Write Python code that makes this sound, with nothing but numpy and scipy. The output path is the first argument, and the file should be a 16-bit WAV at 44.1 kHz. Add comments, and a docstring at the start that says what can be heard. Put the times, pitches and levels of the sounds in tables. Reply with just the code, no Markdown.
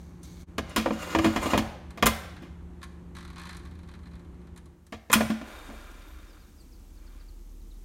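"""The metal pan of an air fryer is knocked, slid into its housing and latched; later it snaps free and is drawn out.
Blows and rubbing are shaped noise that excites resonators for the sheet metal and hollow housing.
Crumbed food rubs first; noise bursts make the timer's ratchet; hot food ends in fizz and short gliding sines.
A wavering hum of sines gives way to a deeper one, over filtered room noise.
One close microphone in a small, hard kitchen."""
import sys
import numpy as np
from scipy import signal
from scipy.fft import rfft, irfft
from scipy.io import wavfile
from scipy.ndimage import uniform_filter1d

SR = 44100
rng = np.random.default_rng(int(sys.argv[2]) if len(sys.argv) > 2 else 0)


def transcribe(u):
    """Save the signal u as a 16-bit wav file named by the first command-line argument.

    u: samples, shape (n,) or (channels, n), limited to [-1, 1]; the rate is SR.
    q: integer samples, one column per channel.
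    """
    v = np.clip(np.atleast_2d(u).T, -1, 1)
    q = np.round(v * 32767).astype(np.int16)
    wavfile.write(sys.argv[1], SR, q)


N = 345744
T = np.arange(N) / SR


def undb(db):
    """Decibels to gain."""
    return 10 ** (np.asarray(db) / 20)


def unit(x):
    """Scale to rms 1."""
    return x / np.sqrt(np.mean(x ** 2) + 1e-20)


def add(track, s, x):
    """Mix x into the track from time s."""
    start = max(int(s * SR), 0)
    track[start:start + len(x)] += x[:max(N - start, 0)]


def band(x, lo_hz, hi_hz, order=2):
    """Causal band-pass."""
    edges = [lo_hz, min(hi_hz, SR / 2 - 100)]
    return signal.sosfilt(signal.butter(order, edges, "band", fs=SR, output="sos"), x)


def equalise(x, points):
    """Apply a (Hz, dB) curve, interpolated over log frequency."""
    hz, db = np.transpose(points)
    f = np.maximum(np.fft.rfftfreq(len(x), 1 / SR), 1)
    gain = undb(np.interp(np.log(f), np.log(hz), db))
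    return irfft(rfft(x) * gain, len(x))


def colour(x, points):
    """Shape x with a (Hz, dB) spectrum; rms 1."""
    return unit(equalise(x, points))


def resonate(x, modes, sharpen, contrast):
    """Sum resonators; sharpen narrows their widths and contrast scales their levels in dB."""
    total = 0
    for hz, width, db in modes:
        b, a = signal.iirpeak(hz, sharpen * hz / width, fs=SR)
        total = total + undb(db * contrast) * signal.lfilter(b, a, x)
    return total


def fade(t, t60):
    """Exponential decay, 60 dB down after t60."""
    return np.exp(-np.log(1000) * t / t60)


def swell(s, db):
    """Gain from a dB curve, eased to silence outside it."""
    return uniform_filter1d(undb(np.interp(T, s, db, left=-200, right=-200)), SR // 100)


def walk(rate):
    """Smooth random wander, spread near 1."""
    hold = int(SR / rate)
    steps = np.repeat(rng.standard_normal(N // hold + 1), hold)
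    return unit(uniform_filter1d(steps, hold)[:N])


def grit(n, spread_db):
    """Dense tiny contacts of uneven size."""
    size_db = np.repeat(rng.standard_normal(n // 16 + 1), 16)[:n]
    return unit(rng.standard_normal(n) * undb(spread_db * size_db))


def burst(lo_hz, hi_hz, t60, rise_s, order=2, crack=0):
    """A first crack and a dying chatter of contacts in one band, rms 1 over 20 ms."""
    t = np.arange(SR // 2) / SR
    envelope = (fade(t, t60) + crack * fade(t, t60=0.0065)) * (1 - np.exp(-t / rise_s))
    x = band(grit(len(t), spread_db=1.5) * envelope, lo_hz, hi_hz, order=order)
    return x / np.sqrt(np.sum(x ** 2) / (SR // 50))


# partials of the first kitchen hum: f/Hz, level/dB
HUM_PARTIALS = [(75.6, -50), (174, -52), (355.3, -61.5)]
# spectrum of the early room air: f/Hz, relative level/dB
EARLY_AIR = [(15, -53), (25, -13), (64, 4), (92, -5), (123, -8), (175, -7.5), (223, -10), (354, -12),
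             (516, -18.5), (1190, -28), (4370, -43), (4870, -48), (9320, -48), (14000, -55), (16000, -73.5)]
# spectrum of the late room air and hiss: f/Hz, relative level/dB
LATE_AIR_COLOUR = [(34, -31), (58, -5.5), (65, -6), (123, -28), (184, -23), (355, -22), (390, -31.5),
                   (470, -25.5), (517, -33), (846, -38), (1600, -45.5), (4090, -45), (4600, -46),
                   (8480, -49), (16000, -49.5)]
# the deeper hum that follows: t/s, f/Hz, level/dB
DEEP_HUM_PATH = [(5.45, 32, -62), (5.65, 33.5, -49), (5.95, 36.5, -49), (6.3, 37.5, -51), (6.5, 37.5, -59),
                 (6.7, 37.6, -52), (7.15, 37.7, -46), (7.84, 37.7, -44.5)]
EARLY_AIR_DB, LATE_AIR_DB = -48, -52


def background():
    """A wavering appliance hum and room air, giving way to a deeper hum and a thin hiss."""
    hum = 0
    for hz, db in HUM_PARTIALS:
        pitch = hz + 2 * walk(12)
        level = undb(db + 1.1 * walk(3.3))
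        hum = hum + level * np.sqrt(2) * np.sin(2 * np.pi * np.cumsum(pitch) / SR)
    early = hum + undb(EARLY_AIR_DB + 0.28 * walk(4.7)) * colour(rng.standard_normal(N), EARLY_AIR)
    late = undb(LATE_AIR_DB + .5 * walk(2)) * colour(rng.standard_normal(N), LATE_AIR_COLOUR)
    s, hz, db = np.transpose(DEEP_HUM_PATH)
    deep = swell(s, db) * np.sqrt(2) * np.sin(2 * np.pi * np.cumsum(np.interp(T, s, hz)) / SR)
    fade_out, fade_in = np.interp(T, [4.45, 5.0], [1, 0]), np.interp(T, [4.5, 5.5], [0, 1])
    return early * fade_out + late * fade_in + deep


# crumbed food rubbing in the basket: t/s, level/dB
CRUMB_RUB = [(0, -64), (.22, -75.5), (.24, -54.5), (.33, -61), (.42, -59), (.45, -78)]
# spectrum of that rubbing: f/Hz, relative level/dB
CRUMB_COLOUR = [(880, -49), (1500, -12.5), (2000, -19.5), (2180, -4), (2570, -18), (3710, -7.5), (4460, -7),
                (5150, -15), (6180, -9), (7500, -15.5), (15000, -21)]
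# steam squeaking out of the crust: t/s, length/s, start f/Hz, level/dB
STEAM_SQUEAKS = [(6.26, .1, 5900, -69), (6.39, .06, 5400, -64), (6.565, .075, 5600, -64),
                 (6.59, .045, 9700, -69), (6.715, .035, 5900, -64), (6.745, .03, 5500, -68),
                 (6.968, .025, 5200, -66), (7.06, .03, 5500, -65), (7.193, .035, 5400, -63),
                 (7.275, .03, 5400, -66), (7.6, .025, 5000, -66), (7.7, .03, 4700, -62),
                 (7.75, .025, 4700, -66)]
# one thin rising whistle: t/s, length/s, start f/Hz, end f/Hz, level/dB
RISING_WHISTLE = (6.05, .1, 11000, 13400, -66)
SQUEAK_FALL = .7  # each squeak sinks to this share of its pitch as the steam runs out


def food():
    """Crumbs rub as the last piece is laid in; once cooked, the crust fizzes and squeaks."""
    out = swell(*np.transpose(CRUMB_RUB)) * colour(grit(N, spread_db=-4.5), CRUMB_COLOUR)
    fizz = unit(band(grit(N, spread_db=6), 3500, 15000))
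    out += swell([5.3, 6.2, 7.9], [-76, -74, -72]) * fizz
    falling = [(s, length, hz, SQUEAK_FALL * hz, db) for s, length, hz, db in STEAM_SQUEAKS]
    for s, length, start_hz, end_hz, db in falling + [RISING_WHISTLE]:
        n = int(length * SR)
        # the tiny jet sputters in pitch and strength
        hz = np.geomspace(start_hz, end_hz, n) * (1 + .025 * walk(1100)[:n])
        sputter = undb(2.5 * walk(160)[:n] + 2)
        tone = np.sin(2 * np.pi * np.cumsum(hz) / SR)
        add(out, s, undb(db) * sputter * np.sqrt(np.hanning(n)) * tone)
    return out


# speed of the timer dial as it is wound: t/s, ratchet speed/(teeth per s)
DIAL_SPEED = [(3.14, 10.2), (3.16, 55.5), (3.29, 36.7), (3.34, 30.4), (3.38, 55.5), (3.55, 50.7),
              (3.62, 25), (4.17, 24.8), (4.3, 8.5), (4.5, 21.6)]
FAST_TEETH_PER_S = 51.8  # reference speed for the tooth and knob-rub levels
# a tooth's level, its growth with speed, and its sharp tick before the tick trim
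TOOTH_DB, TOOTH_DB_PER_OCTAVE, TOOTH_TICK_DB = -44.5, 10.5, -7
TOOTH_SCATTER_DB, TOOTH_JITTER_S = 1.5, .0015


def ratchet():
    """One (s, dB, tick dB) click for each tooth that passes, louder when the dial turns faster."""
    speed = np.interp(T, *np.transpose(DIAL_SPEED), left=0, right=0)
    passes = np.flatnonzero(np.diff(np.floor(np.cumsum(speed) / SR)) > 0)
    late, strong = rng.standard_normal((len(passes), 2)).T
    octaves = np.log2(np.maximum(speed[passes], 1) / FAST_TEETH_PER_S)
    db = TOOTH_DB + TOOTH_DB_PER_OCTAVE * octaves + TOOTH_SCATTER_DB * strong
    times = T[passes] + TOOTH_JITTER_S * late
    return [(s, level, TOOTH_TICK_DB) for s, level in zip(times, db)]


# single clicks of fingers, knob and small plastic parts, and the loudest teeth of the timer's ratchet:
# t/s, level/dB, sharp tick before trim/dB
SINGLE_CLICKS = [(0.231, -59.5, 14), (0.695, -53, 7.5), (1.905, -48.5, -2), (2.364, -47, -10),
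                 (2.816, -48.5, -11), (2.829, -39, -6.5), (2.839, -59, 13), (3.15, -47, -5),
                 (3.365, -47, -16), (3.492, -39, -9), (3.568, -51, 5.5), (3.652, -49, -6),
                 (3.887, -49.5, -8), (3.937, -48.5, -12), (4.134, -53.5, -12), (4.056, -52.5, -15),
                 (4.561, -53, 0), (4.575, -50.5, 1.5), (4.657, -59, 2), (4.866, -60, 6.5)]
# resonances of the dial before sharpening and contrast: f/Hz, width/Hz, level/dB
DIAL_MODES = [(1104, 65, 7), (1720, 28, -4.5), (1990, 5.2, -10), (2120, 13, -13.5), (2470, 170, -14),
              (3090, 28, -7.5), (4040, 170, -8), (6100, 39, -22), (9520, 1600, -15)]
TICK_TRIM_DB = -4.5
TOOTH_RING_HZ, TOOTH_RING_DB = 3960, -4  # the spring rings at each click
KNOB_RUB_DB, KNOB_RUB_DB_PER_OCTAVE = -53.5, 22


def dial():
    """The ratchet and single clicks tick and the knob rubs, all ringing the plastic front."""
    times, speed = np.transpose(DIAL_SPEED)
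    octaves = np.log2(np.maximum(speed, 1) / FAST_TEETH_PER_S)
    rub_db = KNOB_RUB_DB + KNOB_RUB_DB_PER_OCTAVE * octaves
    drive = swell(times, rub_db) * unit(band(grit(N, spread_db=4.5), 830, 4700))
    for s, db, tick_db in SINGLE_CLICKS + ratchet():
        body = burst(800, 2200, t60=.095, rise_s=.0015, order=3, crack=0.72)
        spring = burst(.8 * TOOTH_RING_HZ, 1.12 * TOOTH_RING_HZ, t60=.075, rise_s=.001, crack=0.7)
        tick = burst(4500, 11000, t60=.045, rise_s=.0006, crack=0.8)
        click = body + undb(TOOTH_RING_DB) * spring + undb(tick_db + TICK_TRIM_DB) * tick
        add(drive, s, undb(db) * click)
    front = resonate(drive, DIAL_MODES, sharpen=1.2, contrast=.25)
    return undb(-8.5) * drive + undb(-7) * front


def contact(db, brightness_db, t60, timbre):
    """One contact chatters in four bands; brightness tilts them in dB per octave about 1300 Hz."""
    octaves = np.log2(np.array([520, 1300, 3000, 9600]) / 1300)
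    knock, clack, clink, click = undb(db + np.array(timbre) + brightness_db * octaves)
    x = knock * burst(440, 780, .75 * t60, rise_s=0.00067, order=3, crack=1)
    x = x + clack * burst(850, 2300, 0.62 * t60, rise_s=0.002, order=3, crack=1.3)
    x = x + clink * burst(1900, 4600, t60, rise_s=.0008, crack=0.96)
    return x + click * burst(6500, 16000, 0.65 * t60, rise_s=.0004, crack=1.3)


# knocks of the pan: t/s, level/dB, brightness/(dB per octave), deep ring before trim/dB,
# place struck (0 floor, .5 rim, 1 wall), chatter t60 before band scaling/s
PAN_BLOWS = [(0.581, -28, -2, -28, .4, 0.077), (0.761, -23, 1, -25.5, 0.64, 0.22),
             (0.779, -36.5, 1, -23.5, 0.088, 0.07), (0.859, -28, -8.5, -22.5, 0.77, 0.1),
             (0.906, -35.5, -8.5, -21, 0.28, 0.048), (1.149, -24, -4.5, -19, 0.88, 0.095),
             (1.186, -26.5, -3, -21, 0.91, .08), (1.244, -24, -2.5, -16.5, 1, .09),
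             (1.26, -27.5, -3, -16, 0.19, .2), (1.36, -26.5, -3, -23, 0.64, .15),
             (1.457, -32.5, -4, -24.5, 0.56, .07), (1.533, -23, -6.5, -19, 0.38, 0.23),
             (1.576, -25.5, 0.5, -17, 0.23, 0.1), (1.974, -40.5, -2.5, -41, 0.18, 0.17),
             (2.025, -19, -2, -20.5, 0.17, 0.081), (2.06, -30.5, -8, -20.5, 0.18, 0.17),
             (2.421, -50.5, -1, -38, 0.69, 0.37), (4.923, -38, -3, -35.5, 0.29, 0.16),
             (5.099, -33.5, -4, -33.5, .2, 0.081), (5.139, -35.5, 6, -24.5, 0.38, 0.046),
             (5.156, -30, -3.5, -18, 0, 0.26), (5.206, -27.5, -6.5, -24, .2, 0.071),
             (5.301, -36, -1, -20.5, 0.095, 0.12), (5.413, -44, -5, -35, 0.46, 0.056),
             (5.691, -51.5, -9, -38.5, .3, 0.35)]
# deep modes of the pan's floor, the housing and the pan's wall: f/Hz, t60/s
DEEP_MODES = [(221, .27), (262, .13), (323, .22)]
# spring snaps of the latch, shutting and releasing: t/s, level/dB, chatter t60 before band scaling/s
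LATCH_SNAPS = [(2.058, -23.5, 0.18), (2.066, -22, .065), (5.116, -37, 0.1), (5.129, -17.5, 0.13),
               (5.137, -23.5, 0.031)]
# timbre of a pan blow: hollow knock/dB, clack/dB, clink/dB, click/dB
KNOCK_TIMBRE = (0, -1.5, -1.5, -10.5)
# timbre of a latch snap: hollow knock/dB, clack/dB, clink/dB, click/dB
LATCH_TIMBRE = (-14.5, 1, 0, 0.5)
# how deep the pan sits in the housing, also used by slide(): t/s, depth (0 out, 1 home)
PAN_DEPTH = [(0.95, 0), (1.5, 0.81), (5.3, 0.82), (5.9, 0)]
FAR_MODE_DB = -18  # a deep mode loses this much when struck a whole pan away from its own place
RING_TRIM_DB = 2.5
THUD_DB, THUD_HOME_DB = -10, 6  # counter thud relative to a knock, and its gain with the pan fully home


def blows():
    """Blows chatter in the loose basket, ring the deep modes of pan and housing and thud the counter; the latch
    only snaps."""
    chatter, deep = np.zeros(N), np.zeros(N)
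    t = np.arange(SR) / SR
    for s, db, brightness_db, ring_db, place, t60 in PAN_BLOWS:
        add(chatter, s, contact(db, brightness_db, t60, KNOCK_TIMBRE))
        thud_db = db + THUD_DB + THUD_HOME_DB * np.interp(s, *np.transpose(PAN_DEPTH))
        add(deep, s, undb(thud_db) * burst(48, 110, t60=0.31, rise_s=0.0054))
        for (hz, ring_t60), own_place in zip(DEEP_MODES, np.linspace(0, 1, len(DEEP_MODES))):
            # the plate's swing builds up briefly
            ring = np.sin(2 * np.pi * hz * t) * fade(t, ring_t60) * (1 - np.exp(-t / 0.0015))
            mode_db = ring_db + FAR_MODE_DB * abs(place - own_place) + RING_TRIM_DB
            add(deep, s, undb(mode_db) * ring)
    for s, db, t60 in LATCH_SNAPS:
        add(chatter, s, contact(db, 0, t60, LATCH_TIMBRE))
    return chatter, deep


RUMBLE_DB, RUMBLE_HOME_DB = 2.5, 8  # rumble relative to the rub, and its gain with the pan fully home
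HISS_GROWTH = .35  # extra dB of hiss for each dB of harder rubbing


def slide(curve, gain_db, scrape_db, hiss_db, rough_db):
    """The pan slips along its rails; harder rubbing hisses more, and deep inside the housing rumbles."""
    s, db = np.transpose(curve)
    slips = undb(rough_db * (walk(50) + .75 * walk(14)))
    low, mid, high, top = (grit(N, spread_db=4) * slips for _ in range(4))
    rumble_db = RUMBLE_DB + RUMBLE_HOME_DB * np.interp(T, *np.transpose(PAN_DEPTH))
    rumble = undb(rumble_db) * unit(band(low, 270, 720))
    rub = unit(band(mid, 1050, 2000))
    scrape = undb(scrape_db) * unit(band(high, 2200, 4500))
    growth_db = HISS_GROWTH * (np.interp(T, s, db) - db.max())
    hiss = undb(hiss_db + growth_db) * unit(band(top, 5200, 14000, order=1))
    return undb(gain_db) * swell(s, db) * (rumble + rub + scrape + hiss)


def ringing(x, t60, ring_db):
    """Countless close modes of a thin panel, added to the sound that drives them."""
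    t = np.arange(SR // 4) / SR
    modes = rng.standard_normal(len(t)) * fade(t, t60)
    ring = signal.fftconvolve(x, modes / np.sqrt(np.sum(modes ** 2)))[:N]
    return (x + undb(ring_db) * ring) / np.hypot(1, undb(ring_db))


# rubbing on the rails going in, before slide gain: t/s, level/dB
PUSH_RUB = [(0.6, -58.5), (0.752, -61), (0.83, -49), (0.95, -44.5), (1.2, -45), (1.38, -41.5), (1.52, -43),
            (1.66, -54), (1.76, -61.5)]
# rubbing on the rails coming out, before slide gain: t/s, level/dB
DRAW_RUB = [(5.38, -65), (5.48, -45.5), (5.85, -49), (6.38, -57.5), (6.55, -69.5), (6.8, -78.5),
            (7.05, -62), (7.22, -61), (7.35, -78)]
# thin resonances of the rails as the pan is drawn: f/Hz, width/Hz, level/dB
RAIL_MODES = [(1380, 60, -3), (1570, 70, -2), (2340, 120, 1), (3650, 30, 10), (4660, 70, 0)]
# higher modes of pan and basket before sharpening and contrast: f/Hz, width/Hz, level/dB
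PAN_MODES = [(1030, 57, -1), (1290, 47, 0), (2140, 46, -6), (2340, 37, -5), (2820, 94, -11), (3320, 27, -9),
             (3690, 48, -5), (4060, 46, -13), (4310, 22, -16), (4660, 42, -11), (5070, 62, -18),
             (5270, 39, -14), (6030, 130, -16), (6640, 100, -14), (7080, 120, -15), (7430, 73, -17),
             (8090, 120, -18), (9170, 35, -20)]
# broad resonances of the hollow housing: f/Hz, width/Hz, level/dB
HOUSING_MODES = [(610, 24, -4.5), (660, 30, -18), (1026, 34, -1), (1187, 65, 0.5), (1430, 47, -5),
                 (1650, 54, -8), (2060, 51, -5.5), (2340, 57, -7.5), (2460, 60, -5), (2720, 210, -11.5),
                 (3300, 110, -3.5), (3740, 40, -3.5), (6970, 150, 0), (8750, 180, -0.5), (9620, 160, -5)]


def pan():
    """Blows and friction ring sheet metal and hollow housing; returns the near sound and the room's share."""
    chatter, deep = blows()
    pushed = slide(PUSH_RUB, gain_db=4.5, scrape_db=-1.5, hiss_db=-6.0, rough_db=3.85)
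    drawn = slide(DRAW_RUB, gain_db=-6.0, scrape_db=-2.5, hiss_db=-5, rough_db=0.04)
    drawn = drawn + resonate(drawn, RAIL_MODES, sharpen=1, contrast=1)
    # pushed hard the pan sings; drawn out gently it mostly whispers
    rubbed = ringing(pushed, t60=.2, ring_db=3)
    body = ringing(chatter, t60=.035, ring_db=-8) + rubbed + drawn
    metal_drive = undb(-14) * chatter + rubbed + undb(-12) * drawn
    metal = resonate(metal_drive, PAN_MODES, sharpen=1.5, contrast=.05)
    housing = resonate(body, HOUSING_MODES, sharpen=1., contrast=1.)
    near = undb(-4.5) * body + undb(-5) * housing + undb(-2) * metal + deep
    return near, undb(-5.0) * (chatter + pushed + drawn)


def kitchen(x, wet_db, t60_low, t60_mid, t60_high):
    """Diffuse echo of tiles and cupboards, in bands above 300 Hz with their own decays; the treble dies first."""
    t = np.arange(SR) / SR
    edges = np.geomspace(300, 17000, 9)
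    tail = 0
    for lo, hi in zip(edges, edges[1:]):
        t60 = np.interp(np.log(lo), np.log([400, 2000, 11000]), [t60_low, t60_mid, t60_high])
        tail = tail + band(rng.standard_normal(SR), lo, hi) * fade(t, t60)
    tail = tail * (1 - np.exp(-t / 0.0017))
    return undb(wet_db) * signal.fftconvolve(x, tail / np.sqrt(np.sum(tail ** 2)))[:N]


def scene():
    """Everything in the kitchen; the level dips briefly after the food is laid in."""
    near, spread = pan()
    small = dial() + food()
    echo = kitchen(spread + small, wet_db=-12.0, t60_low=0.82, t60_mid=0.9, t60_high=0.41)
    dip_db = np.interp(T, [.435, .458, .485], [0, -22, 0])
    return ((near + small + echo + background()) * undb(dip_db))[None]


# colour of the microphone close over the counter: f/Hz, level/dB
MIC_COLOUR = [(330, 1), (430, -4.5), (540, -2.5), (690, -4.5), (770, -0.5), (1050, 1), (4100, -2),
              (5000, -1), (6200, 2.5), (9700, -0.5), (10500, -2.5), (11500, 1), (14000, -1), (16000, -3.5)]
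TOP_HZ = 15900


def record(dry):
    """The microphone colours the sound, rounds the highest peaks and cuts the top."""
    rounded = np.tanh(equalise(dry[0], MIC_COLOUR))[None]
    return signal.sosfilt(signal.ellip(8, .2, 70, TOP_HZ, fs=SR, output="sos"), rounded)


dry = scene()
out = record(dry)
transcribe(out)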